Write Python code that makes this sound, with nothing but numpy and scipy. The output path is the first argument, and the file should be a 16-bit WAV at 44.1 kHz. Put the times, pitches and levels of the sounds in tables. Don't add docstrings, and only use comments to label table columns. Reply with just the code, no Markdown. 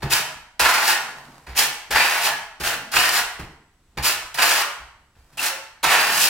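import sys
import numpy as np
from scipy import signal
from scipy.fft import rfft, irfft, next_fast_len
from scipy.io import wavfile
from scipy.ndimage import uniform_filter1d

SR = 44100
rng = np.random.default_rng(int(sys.argv[2]) if len(sys.argv) > 2 else 0)


def to_wav(s):
    ch = np.atleast_2d(s).T
    pcm = np.round(np.clip(ch, -1, 1) * 32767)
    wavfile.write(sys.argv[1], SR, pcm.astype(np.int16))


def gain_from_db(level_db):
    decades = np.asarray(level_db, float) / 20
    return 10 ** decades


N = 277375
T = np.arange(N) / SR


def level(x, db):
    return x * gain_from_db(db) / np.sqrt(np.mean(x ** 2))


def on_log(hz, table):
    f, v = np.transpose(table)
    return np.interp(np.log(np.maximum(hz, 1)), np.log(f), v)


def colour(x, table):
    size = next_fast_len(len(x))
    hz = np.arange(size // 2 + 1) * SR / size
    return irfft(rfft(x, size) * gain_from_db(on_log(hz, table)), size)[:len(x)]


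def mode(x, hz, t60):
    r = np.exp(-np.log(1000) / (max(t60, 1e-3) * SR))
    return (1 - r) * signal.lfilter([1, 0, -1], [1, -2 * r * np.cos(2 * np.pi * hz / SR), r * r], x)


def walk(rate):
    k = int(SR / rate)
    return 0.84 * uniform_filter1d(np.repeat(rng.standard_normal(N // k + 1), k), k)[:N]


def swell(start, length):
    return np.sin(np.pi * np.clip((T - start) / length, 0, 1))


def gate(start, length, bite_s, lift_s):
    closing = np.clip((T - start) / bite_s, 0, 1)
    return closing * np.clip(1 - (T - start - length) / lift_s, 0, 1)


def grit(per_s, spread_db):
    crack = rng.random(N) < per_s / SR
    return level(crack * rng.standard_normal(N) * gain_from_db(spread_db * rng.exponential(size=N)), 0)


def camera_hiss():
    # (frequency [Hz], level [dB per Hz])
    hush = [(12, -22), (20, 8.5), (154, -9.5), (204, -15), (367, -17), (499, -22.5), (1260, -21.5),
            (5680, -31), (7950, -31), (16000, -41.5)]
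    return colour(rng.standard_normal(N), hush)


def camera_whine():
    return gain_from_db(-80.5 + 1.5 * walk(20)) * np.sin(2 * np.pi * 7870 * T)


def echoes(count):
    # (frequency [Hz], t60 [s])
    room = [(60, 0.48), (250, .55), (800, 0.69), (2000, 0.66), (4500, 0.56), (9000, 0.5), (14000, 0.38)]
    # (frequency [Hz], level [dB])
    room_send = [(40, -18), (150, -3.5), (400, 2), (16000, -3)]
    t, out = T[:SR], 0
    noise = rng.standard_normal((count, SR))
    for hz in 64 * 2 ** np.arange(0, 8.1, .5):
        band_pass = signal.butter(2, [hz / 1.181, hz * 1.098], "band", fs=SR, output="sos")
        band = signal.sosfilt(band_pass, noise)
        out = out + band * gain_from_db(on_log(hz, room_send) - 60 * t / on_log(hz, room))
    return out * np.clip((t - .004) / .012, 0, 1)


def rocking():
    # (time [s], length [s], level [dB])
    rocks = [(0.0, 0.42, -54.5), (.68, .14, -51.5), (.85, 0.6, -58), (1.2, 0.27, -57.5), (1.52, 0.25, -49),
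             (2.0, .3, -61), (2.26, .2, -54), (2.68, 0.21, -47), (2.92, 0.1, -48.5), (3.03, .25, -54),
             (3.3, 0.39, -59), (4.35, .4, -59), (5.25, 0.41, -69), (5.9, 0.65, -48)]
    # (time of the peak [s], level [dB])
    shudders = [(.05, -30), (.37, -50), (.63, -43), (1.53, -40), (1.94, -33), (2.42, -54), (2.65, -35.5),
                (2.985, -36), (3.22, -47), (3.43, -34), (3.99, -37.5), (4.12, -46), (4.25, -51),
                (4.41, -46), (4.82, -52), (5.02, -58), (5.2, -58), (5.87, -44.5)]
    rise_db_s, fall_db_s = 400.5, 159.5
    hum, rumble = gain_from_db(-74.5), gain_from_db(-70.5)
    for s, length, db in rocks:
        hum = hum + gain_from_db(db) * swell(s, length)
    for s, db in shudders:
        rumble = rumble + gain_from_db(db + np.minimum(rise_db_s * (T - s), fall_db_s * (s - T)))
    wall = mode(rng.standard_normal(N), 140, 0.22) + gain_from_db(-9.5) * mode(rng.standard_normal(N), 250, 0.026)
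    floor = mode(rng.standard_normal(N), 60, 0.095) + gain_from_db(1.0) * mode(rng.standard_normal(N), 30, 0.041)
    return hum * level(wall * gain_from_db(2.0 * walk(24)), -0.91) + rumble * level(floor, -5.5)


def turning():
    # (time [s], length [s], level [dB], fade [dB per s])
    turns = [
        (1.003, 0.55, -47.5, 35),
        (3.5, 0.16, -57.5, 190.5),
        (3.853, .11, -83.5, -39),
        (5.15, 0.24, -79, -55),
    ]
    # (frequency [Hz], level [dB per Hz])
    rub_tone = [(100, -25.5), (160, -1.5), (300, -6), (1000, 4), (3000, -11.5), (8000, -15), (16000, -27.5)]
    gain = 0
    for s, length, db, fade in turns:
        contact = gate(s, length, bite_s=0.023, lift_s=0.018)
        gain = gain + contact * gain_from_db(db - fade * np.clip(T - s, 0, length))
    rub = level(colour(grit(per_s=3400, spread_db=2.5), rub_tone), 0)
    return gain * gain_from_db(3.0 + 2.5 * walk(30)) * rub


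def thumps():
    # (time [s], 60 Hz drum [dB], 140 Hz wall re drum [dB], rim re drum [dB])
    landings = [(0.03, -23.5, -2, -4), (0.039, -42, 23, -2), (0.198, -59, 25, 4), (0.607, -32.5, -6, -8),
                (0.879, -48.5, 3, 5.5), (1.472, -35.5, -8, -9), (1.488, -33, -15, -17),
                (1.901, -39.5, -5.5, -1), (2.249, -53, 6.5, 12), (2.601, -37.5, 6.5, 4),
                (2.937, -35, -18, -2.5), (3.197, -43.5, -7.5, 5.5), (3.389, -35, 7, 0),
                (3.972, -21.5, -11, -12), (3.989, -41, 15.5, -2.5), (4.098, -54, -12, -9),
                (4.349, -49, 4.5, -12), (4.795, -39, -11, -26), (5.167, -45, -19.5, -14),
                (5.325, -62, 8, -1), (5.832, -47, 3, 5.5), (5.857, -36.5, 0, -5), (6.097, -62, 15, 27.5)]
    # (frequency [Hz], t60 [s])
    bucket = [(62, 0.18), (138, 0.092), (255, 0.032), (370, 0.06)]
    s, drum_db, wall_db, rim_db = np.transpose(landings)
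    mode_db = (drum_db, drum_db + wall_db, drum_db + rim_db, drum_db + rim_db - 0.5)
    out = 0
    rattle = rng.standard_normal(N)
    for (hz, t60), db in zip(bucket, mode_db):
        blow = np.zeros(N)
        blow[(s * SR).astype(int)] = gain_from_db(db)
        shake = signal.lfilter([1], [1, -np.exp(-1 / (0.019 * SR))], blow)
        cycles = np.arange(int(2 * SR / hz)) * hz / SR
        cushion = np.sin(np.pi * cycles / 2) * np.cos(2 * np.pi * cycles) * 1.5 * hz / SR
        push = signal.fftconvolve(blow, cushion)[:N] + .04 * shake * rattle
        out = out + 0.42 * t60 * SR / np.log(1000) * mode(push, hz, t60)
    return out


def catches():
    # (time [s], length [s], frequency [Hz], t60 [s], level [dB])
    snags = [(0.125, 0.064, 2400, .05, -38.5), (0.15, 0.078, 630, 0.41, -43), (2.95, .06, 2800, .01, -23.5),
             (5.38, 0.085, 295, 0.027, -52.5), (2.62, .08, 1500, .01, -34),
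             (4.58, 0.096, 1170, 0.0057, -32), (1.5, 0.21, 270, 0.03, -60), (1.56, 0.05, 800, 0.07, -31),
             (2.68, 0.085, 520, .3, -47), (2.3, .07, 1700, .05, -36.5), (2.76, 0.16, 225, 0.06, -53),
             (1.94, 0.13, 2400, 0.0042, -24), (5.33, 0.112, 132, .06, -57), (5.835, 0.18, 2300, .005, -25),
             (5.372, 0.035, 2700, 0.025, -31), (4.6, 0.096, 571, 0.24, -47), (2.94, 0.073, 720, 0.12, -33),
             (5.47, 0.11, 545, 0.25, -45), (6.05, 0.25, 180, 0.17, -51.5)]
    out = 0
    for s, length, hz, t60, db in snags:
        rub = rng.standard_normal(N) * swell(s, length)
        out = out + gain_from_db(db) * np.sqrt(t60 * SR / 4) * mode(rub, hz, t60)
    return out


def strokes():
    # (time [s], rise [s], hold [s], tile ring [dB], sand hiss re ring [dB]); a faint sound opens,
    # then the blade lands or bites in
    taps = [(.003, .004, .01, -56, -7), (0.019, 0.011, .06, -32.5, -10), (0.593, 0.0094, .04, -20, 0.5),
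            (1.464, .006, .08, -42, -11), (1.905, 0.0066, .04, -22.5, -2), (2.598, 0.013, .04, -34, 0.5),
            (2.915, 0.0079, .03, -36.5, 6), (3.393, .006, .045, -38.5, -6.5), (3.971, .006, .06, -30.5, -9),
            (4.341, .004, .04, -38, 7), (5.148, .005, .05, -59.5, -14), (5.324, .008, .04, -58, 0),
            (5.371, 0.032, .04, -36, 4.5), (5.828, 0.018, .03, -17, -5)]
    swipes = [
        (.095, 0.029, 0.062, -27.5, 9),
        (1.556, 0.034, .045, -27, 11.3),
        (2.619, .055, 0.06, -31, 5.6),
        (4.02, 0.047, 0.046, -29.5, 10.8),
        (5.399, 0.054, 0.033, -32, 8.7),
    ]
    flicks = [
        (.83, .05, 0.04, -27, 5.5),
        (2.199, 0.055, 0.031, -27.5, 6.2),
        (3.11, 0.059, 0.032, -30, 6.4),
        (4.45, 0.053, 0.083, -29.5, 8.9),
        (6.1, 0.14, .07, -30, 12.1),
    ]
    drags = [
        (.61, 0.038, 0.3, -23, -3),
        (1.914, 0.061, 0.23, -24, -2),
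        (2.926, 0.026, 0.24, -24.5, 0.5),
        (4.372, 0.056, .18, -24, 0.5),
        (5.841, 0.077, 0.45, -24, -1),
        (1.1, .1, .25, -66.5, 5),
        (5.15, .03, .19, -78, 7.5),
    ]
    digs = [(.645, 0.0086, 0.022, -23, -3), (.685, .01, .02, -32.5, 7), (.735, 0.0088, 0.015, -27, 3),
            (1.945, 0.022, 0.043, -22.5, -7), (2.04, 0.009, 0.016, -30.5, -8),
            (2.955, 0.021, 0.031, -20, -2), (4.38, 0.0091, 0.013, -27.5, -5), (4.415, .012, .03, -26, 5),
            (5.91, .012, 0.09, -26, -7), (.125, .008, 0.018, -33, 9.5), (.15, .008, 0.017, -36, 8),
            (1.485, .01, 0.061, -50, -5), (1.546, .008, .015, -41, -4), (1.99, .01, 0.022, -25.5, -8),
            (2.25, 0.0091, 0.016, -26.5, -6), (2.64, 0.0085, .02, -36, 3), (5.44, 0.0066, .02, -35.5, 9.5),
            (5.837, .005, 0.065, -20, -10), (6.03, .02, 0.06, -32.5, 1)]
    motion = {"tap": (.002, 10, .025, .02), "swipe": (0.017, 12.3, 0.091, .05),
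              "flick": (0.025, 12, .08, .04), "drag": (.004, 9, 0.13, 0.039),
              "dig": (.004, 4.8, 0.024, .02)}
    voice = {"tap": (13, 16, -11.5, 3), "swipe": (13, 19, -10, 5.5), "flick": (7.5, 16, -13, 4.5),
             "drag": (11, 6, -14, 6), "dig": (8, 9, -11, 5.5)}
    edge_per_hiss = .15
    power = np.zeros((4, N))
    for kind, rows in (("tap", taps), ("swipe", swipes), ("flick", flicks), ("drag", drags), ("dig", digs)):
        bite, under_db, settle, lift = motion[kind]
        sag_db, hiss_sag_db, body_db, edge_db = voice[kind]
        for s, rise, hold, db, hiss_db in rows:
            on = slice(int(s * SR), int((s + rise + hold + lift) * SR))
            t = T[on] - s
            eased = 1 - np.exp(-np.maximum(t - rise, 0) / settle)
            climb = gain_from_db(db - under_db * np.clip(1 - t / rise, 0, 1))
            press = gate(s, rise + hold, bite, lift)[on] * climb
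            ring = press * gain_from_db(-sag_db * eased)
            hiss = press * gain_from_db(hiss_db - hiss_sag_db * eased)
            edge = ring * gain_from_db(edge_db + edge_per_hiss * hiss_db)
            power[:, on] += np.array([ring, hiss, ring * gain_from_db(body_db), edge]) ** 2
    return np.sqrt(power)


def ring_modes(modes, whole, edge, wander_db, wander_rate):
    out = 0
    for k, (hz, t60, db) in enumerate(modes):
        drive = edge if hz > 1200 else whole
        out = out + (-1) ** k * gain_from_db(db) * mode(drive * gain_from_db(wander_db * walk(wander_rate)), hz, t60)
    return out


def scrape():
    # (frequency [Hz], width [Hz], level [dB])
    tile = [(669, 228, -1), (936, 177, 8), (1293, 362, 2.5), (1753, 314, 5.5), (2270, 444, 1),
            (2653, 465, 0.5), (3760, 1400, -11)]
    # (frequency [Hz], t60 [s], level [dB])
    blade = [(623, 0.67, -1.5), (880, 0.065, 3), (1034, 0.36, 1), (1313, 0.2, 0.5), (1490, 0.11, -16),
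             (1690, 0.078, -13.5), (1767, 0.14, 8.5), (1970, 0.38, 1.5), (2620, 0.3, -8.5),
             (4710, 0.029, -1.5), (5200, 0.037, -9.5), (7020, 0.019, -11.5)]
    # (frequency [Hz], level [dB per Hz])
    sand_tone = [(1470, -28), (2500, -1.5), (3580, -5.5), (5250, -4.5), (6300, -7), (13400, -10),
                 (15900, -14), (16300, -58), (16800, -97)]
    ring, hiss, body, edge = strokes()
    chatter = gain_from_db(2.0 * walk(80) + 1.2 * walk(24.99))
    push = level(grit(per_s=5000, spread_db=1.5) * chatter, 0)
    tile_modes = [(hz, 2.03 / width, db) for hz, width, db in tile]
    broad = ring_modes(tile_modes, push * ring, push * edge, wander_db=1.38, wander_rate=14)
    steel = ring_modes(blade, push * ring, push * edge, wander_db=3.2, wander_rate=9)
    sand = hiss * level(colour(grit(per_s=20000, spread_db=2.21) * chatter ** 0.64, sand_tone), 0)
    low_body = mode(push * body, 450, 0.0061)
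    return gain_from_db(9.5) * broad + gain_from_db(7.5) * steel + sand + gain_from_db(13.5) * low_body


def scene():
    # (frequency [Hz], side minus mid [dB])
    port_width = [(60, -36), (110, -33.5), (200, -39.5), (380, -13), (700, -14.5), (1290, -11),
                  (2380, -5.5), (4400, -3.5), (8120, -2), (15000, -2)]
    near = gain_from_db(-.5) * (scrape() + thumps() + turning() + catches())
    place = 2.54 * walk(5)
    sent = near * np.array([np.cos(place), np.sin(place)])
    tails = echoes(count=4)
    tails[2:] += gain_from_db(13.0) * rng.standard_normal((2, SR)) * np.exp(-T[:SR] / 0.0018)
    mid_echo = signal.fftconvolve(sent, tails[:2], axes=1).sum(0)[:N]
    side_echo = signal.fftconvolve(sent, tails[2:], axes=1).sum(0)[:N]
    mid = near + rocking() + gain_from_db(-31) * mid_echo
    side = gain_from_db(-28) * colour(side_echo, port_width)
    hush_db = -62.5
    mid += level(camera_hiss(), hush_db) * gain_from_db(1.5 * walk(6))
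    mid += camera_whine()
    side += level(colour(camera_hiss(), port_width), hush_db - 11.0)
    side -= .04 * mid
    return np.array([mid + side, mid - side])


def low_pass(x):
    return signal.sosfilt(signal.butter(12, 16960, fs=SR, output="sos"), x)


def record(dry):
    soft = np.tanh(0.95 * dry) / 0.83
    top_cut = signal.ellip(8, .2, 70, 16100, fs=SR, output="sos")
    return low_pass(signal.sosfilt(top_cut, soft))


dry = scene()
out = record(dry)
to_wav(out)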